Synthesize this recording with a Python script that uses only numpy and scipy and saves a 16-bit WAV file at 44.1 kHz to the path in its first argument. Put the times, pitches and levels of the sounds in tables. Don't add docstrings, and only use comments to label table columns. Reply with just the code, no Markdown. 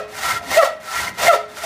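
import sys
import numpy as np
from scipy import signal
from scipy.fft import rfft, irfft, next_fast_len
from scipy.io import wavfile
from scipy.ndimage import uniform_filter1d

SR = 44100
rng = np.random.default_rng(int(sys.argv[2]) if len(sys.argv) > 2 else 0)


def generate_wav(signal):
    frames = np.transpose(np.atleast_2d(signal))
    scaled = np.clip(frames, -1, 1) * 32767
    pcm = np.round(scaled).astype(np.int16)
    wavfile.write(sys.argv[1], SR, pcm)


N = 72765
LEAD = SR // 3
T = np.arange(-LEAD, N) / SR
CYCLE_S = .705
GRAIN_HZ = 88
PULL_COLUMN, PUSH_COLUMN = 1, 2


def pulls():
    # time in seconds, relative level in dB.
    force_db = [
        [(.08, -52), (.17, -36), (.216, -33), (.255, -26.5), (.31, -27.5), (.38, -36.5), (.415, -64)],
        [(.80, -51), (.868, -39.5), (.91, -36), (.954, -29), (1.028, -29), (1.09, -36), (1.135, -64)],
        [(1.48, -57), (1.50, -48), (1.548, -46.5), (1.578, -36.5), (1.61, -39.5), (1.636, -31.5), (1.68, -40.5)],
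    ]
    # frequency in Hz, relative density in dB.
    spectrum = [(100, -8.5), (330, -8), (480, -9), (700, 3), (1500, 4), (2500, -1), (3500, -1), (6000, -2),
                (10000, -7.5), (15000, -12.5)]
    return rasp(level(force_db), spectrum, PULL_COLUMN, rasp_db=7.5, ring_db=-3.5, hum_db=-5.5)


def pushes():
    # time in seconds, relative level in dB.
    force_db = [
        [(.41, -69), (.427, -47.5), (.465, -43.5), (.515, -31), (.565, -26), (.61, -25), (.65, -29.5),
         (.69, -48), (.745, -74)],
        [(1.14, -50), (1.17, -48), (1.186, -33.5), (1.244, -25), (1.29, -24.5), (1.335, -27), (1.365, -40),
         (1.395, -75), (1.43, -74)],
    ]
    # frequency in Hz, relative density in dB.
    spectrum = [(100, -16.5), (330, -17), (480, 0.5), (700, 8), (1500, 1), (2500, 0.5), (3500, -1),
                (6000, -2.5), (10000, -8.5), (15000, -12)]
    return rasp(push_level(force_db), spectrum, PUSH_COLUMN, rasp_db=10.5, ring_db=1, hum_db=-21)


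def rasp(force, spectrum, column, rasp_db, ring_db, hum_db):
    snaps_per_s, snap_spread_db, snap_share = 6000, 2, .56
    grain_db, tooth_depth = .9, .18
    phase = tooth_phase(jitter=.0608)
    sizes = amp(snap_spread_db * np.minimum(rng.exponential(1, len(T)), 4)) * np.sign(noise())
    snaps = unit(sizes * (rng.random(len(T)) < snaps_per_s / SR))
    bite = force * unit(amp(grain_db * drift(GRAIN_HZ)))
    fibres = np.sqrt(snap_share) * snaps + np.sqrt(1 - snap_share) * noise()
    tearing = bite * unit(fibres * (1 + tooth_depth * np.cos(phase)))
    direct = amp(rasp_db) * moving_blade(colour(tearing, spectrum))
    ring = amp(ring_db) * blade(tearing, column)
    hum = amp(hum_db) * bite * np.sin(phase)
    return direct + ring + hum


def squawk():
    # time in seconds, fundamental in dB, octave in dB.
    chatter_db = [
        [(.55, -39, -34), (.568, -20, -47), (.577, -8.5, -47), (.588, -2, -16.5), (.602, 0.5, -3),
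         (.611, -7.5, -3.5), (.621, -18.5, -20), (.636, -2, -10.5), (.644, -22.5, -20), (.66, -47, -40)],
        [(1.25, -23, -40), (1.275, -26, -43), (1.283, -8.5, -57), (1.294, 0, -6), (1.306, -2, -4.5),
         (1.315, -2, -3), (1.324, -21.5, -21), (1.338, -4.5, -21.5), (1.348, -29, -21), (1.365, -27.5, -40)],
    ]
    overtones_db = [-14, -21.5, -30.5]
    lock_hz, slip_per_hz = 640, .0004
    slip = slip_per_hz * np.maximum(lock_hz - tooth_rate_hz(), 0)
    phase = tooth_phase(jitter=.00718 + slip)
    fundamental, octave = push_level(chatter_db), push_level(chatter_db, column=2)
    gains = [fundamental, octave] + [fundamental * amp(db) for db in overtones_db]
    return np.sqrt(2) * sum(gain * np.sin(k * phase) for k, gain in enumerate(gains, 1))


def whines():
    # peak time in seconds, pitch in Hz, level in dB, swell in seconds.
    notes = [(.258, 1340, -25.5, 0.015), (.31, 1335, -20.5, 0.0069), (.315, 2112, -27.5, 0.014),
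             (.365, 1345, -28, 0.013), (.428, 700, -36.5, 0.033), (.495, 268, -32, 0.023),
             (0.544, 2112, -22, 0.02), (.565, 1880, -23, 0.019), (0.609, 1916, -15.5, 0.028),
             (0.891, 1342, -33, 0.017), (0.988, 1918, -28.5, 0.038), (1.034, 1335, -24.5, 0.0074),
             (1.079, 2108, -28.5, .012), (1.276, 2112, -16.5, 0.018), (1.333, 1340, -16, 0.017),
             (1.645, 665, -30, 0.014)]
    t60_s, rough_db, waver = .065, 3.5, .01206
    out = 0
    for peak_s, hz, db, swell_s in notes:
        swell = np.exp(-((T - peak_s) / swell_s) ** 2)
        ring_out = amp(-60 * np.maximum(T - peak_s, 0) / t60_s) * (T > peak_s)
        phase = 2 * np.pi * hz * np.cumsum(1 + waver * drift(GRAIN_HZ)) / SR
        gain = np.sqrt(2) * amp(db + rough_db * drift(GRAIN_HZ))
        out = out + gain * np.maximum(swell, ring_out) * np.sin(phase)
    return out


def blade(force, column):
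    # frequency in Hz, rms gain for white force in dB on the pull, on the push, T60 in seconds.
    modes = [(422.4, -14, -7.5, 0.65), (548.5, -39, -17.5, 0.38), (625, -13.5, -10, 0.62),
             (688.5, -13.5, -6.5, 0.18), (773, -12.5, -9, 0.17), (881, -14, -18, 0.16),
             (1001, -5, -23, 0.31), (1330, -6.5, -8.5, 0.3), (1372, -3.5, -2.5, 0.097),
             (1516, -8.5, -13, 0.16), (1858, -2, -3.5, 0.04), (1899, -9, -10, 0.098),
             (2107, -5.5, -13, 0.1), (2520, -27, -20, 0.5), (2782, -24, -15, 0.2), (3430, -19, -17.5, 0.13),
             (3602, -16, -16.5, 0.05), (4420, -49, -18, 0.1)]
    out = 0
    for mode in modes:
        hz, t60_s = mode[0], mode[-1]
        radius, angle = amp(-60 / (t60_s * SR)), 2 * np.pi * hz / SR
        ring = signal.lfilter([1, 0, -1], [1, -2 * radius * np.cos(angle), radius ** 2], force)
        out = out + amp(mode[column]) * np.sqrt((1 - radius ** 2) / 2) * ring
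    return out


def moving_blade(x):
    treble_hz, bright_rate_hz = 1500, 484
    echo_s, swing_s, turn_s, echo_gain = .0016, .00052, .41, .33
    treble = signal.sosfilt(signal.butter(1, treble_hz, "high", fs=SR, output="sos"), x)
    dulling = .2 * np.maximum(1 - tooth_rate_hz() / bright_rate_hz, 0)
    x = x - dulling * treble
    delay_s = echo_s + swing_s * np.cos(2 * np.pi * (T - turn_s) / CYCLE_S)
    return (x + echo_gain * np.interp(T - delay_s, T, x)) / np.hypot(1, echo_gain)


def tooth_rate_hz():
    # time in seconds, tooth rate in Hz.
    speed = [(.08, 99.7), (.17, 700), (0.251, 987.8), (.33, 740), (.41, 70.72), (.50, 269.5), (.56, 590),
             (0.591, 673.5), (0.609, 641), (.628, 541.6), (.64, 550.5), (.70, 380), (.79, 80.2),
             (0.879, 649.5), (.96, 952), (1.06, 770.7), (1.134, 69.55), (1.19, 216.8), (1.25, 611.2),
             (1.284, 692), (1.303, 683.4), (1.32, 602.6), (1.336, 554.6), (1.35, 494), (1.40, 380),
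             (1.48, 80.76), (1.65, 858)]
    times_s, hz = np.transpose(speed)
    return np.interp(np.where(T < 0, T + CYCLE_S, T), times_s, hz)


def tooth_phase(jitter):
    return 2 * np.pi * np.cumsum(tooth_rate_hz() * (1 + jitter * drift(GRAIN_HZ))) / SR


def bench():
    # time in seconds, relative level in dB.
    envelope = [(0, -50.5), (.22, -49.5), (.262, -44), (.305, -50), (.338, -39), (.40, -48), (.53, -42),
                (.575, -45), (.63, -55), (.80, -57), (.96, -54), (1.025, -38.5), (1.065, -43.5),
                (1.105, -40.5), (1.159, -44), (1.285, -39), (1.36, -56), (1.65, -54)]
    # frequency in Hz, relative density in dB.
    spectrum = [(20, -32), (45, -36), (65, -1.5), (85, -2.5), (110, -5), (170, -6), (280, -10.5),
                (500, -20), (2000, -66)]
    times_s, db = np.transpose(envelope)
    return amp(1 + np.interp(T, times_s, db)) * unit(colour(noise(), spectrum))


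def workshop(x):
    gap_s, wall_hz, low_t60_s, treble_t60_s = .005, 3240, .36, .21
    t = np.arange(SR // 2) / SR
    white = rng.standard_normal(len(t)) * (t > gap_s)
    low = signal.sosfilt(signal.butter(1, wall_hz, fs=SR, output="sos"), white)
    tail = low * amp(-60 * t / low_t60_s) + .5 * (white - low) * amp(-60 * t / treble_t60_s)
    return signal.fftconvolve(x, tail / np.sqrt(np.sum(tail ** 2)))[:len(x)]


def room_tone():
    # frequency in Hz, relative density in dB.
    spectrum = [(20, -43), (80, -14.5), (200, -4), (500, -8.5), (2000, -8), (6000, -30.5), (15000, -37)]
    return amp(-48) * unit(colour(noise(), spectrum))


def level(curves, column=1, ahead_s=0):
    return sum(amp(np.interp(T + ahead_s, curve[:, 0], curve[:, column], left=-np.inf, right=-np.inf))
               for curve in map(np.array, curves))


def push_level(curves, column=1):
    return level(curves, column) + level(curves[:1], column, ahead_s=CYCLE_S)


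def colour(x, points):
    hz, db = np.transpose(points)
    size = next_fast_len(len(x))
    bins_hz = np.maximum(np.fft.rfftfreq(size, 1 / SR), 1)
    gain = amp(np.interp(np.log(bins_hz), np.log(hz), db))
    return irfft(rfft(x, size) * gain, size)[:len(x)]


def drift(hz):
    pole = np.exp(-2 * np.pi * hz / SR)
    return unit(signal.lfilter([1], [1, -2 * pole, pole * pole], noise()))


def noise():
    return rng.standard_normal(len(T))


def amp(db):
    return 10 ** (np.asarray(db) / 20)


def unit(x):
    return x / np.sqrt(np.mean(x ** 2) + 1e-20)


def scene():
    cutting = pulls() + pushes() + whines()
    chatter = squawk()
    saw = cutting + chatter + amp(-32.5) * blade(chatter, PUSH_COLUMN)
    reflections = workshop(amp(-12) * cutting + amp(-20) * chatter)
    return (saw + reflections + bench() + room_tone())[None, LEAD:]


def record(dry):
    highpass_hz, lowpass_hz = 35, 15400
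    limit_db, release_db_per_s, detect_s, attack_s = -8, 285, .00242, .0012
    x = signal.sosfilt(signal.butter(2, highpass_hz, "high", fs=SR, output="sos"), dry)
    power = uniform_filter1d(x[0] ** 2, int(detect_s * SR))
    over_db = np.maximum(10 * np.log10(np.abs(power) + 1e-12) - limit_db, 0)
    release_db = release_db_per_s * np.arange(N) / SR
    held_db = np.maximum.accumulate(over_db + release_db) - release_db
    pole = np.exp(-1 / (attack_s * SR))
    cut_db = signal.lfilter([1 - pole], [1, -pole], held_db)
    clipped = np.clip(x * amp(-cut_db), -.95, .95)
    return signal.sosfilt(signal.ellip(12, .1, 90, lowpass_hz, fs=SR, output="sos"), clipped)


dry = scene()
out = record(dry)
generate_wav(out)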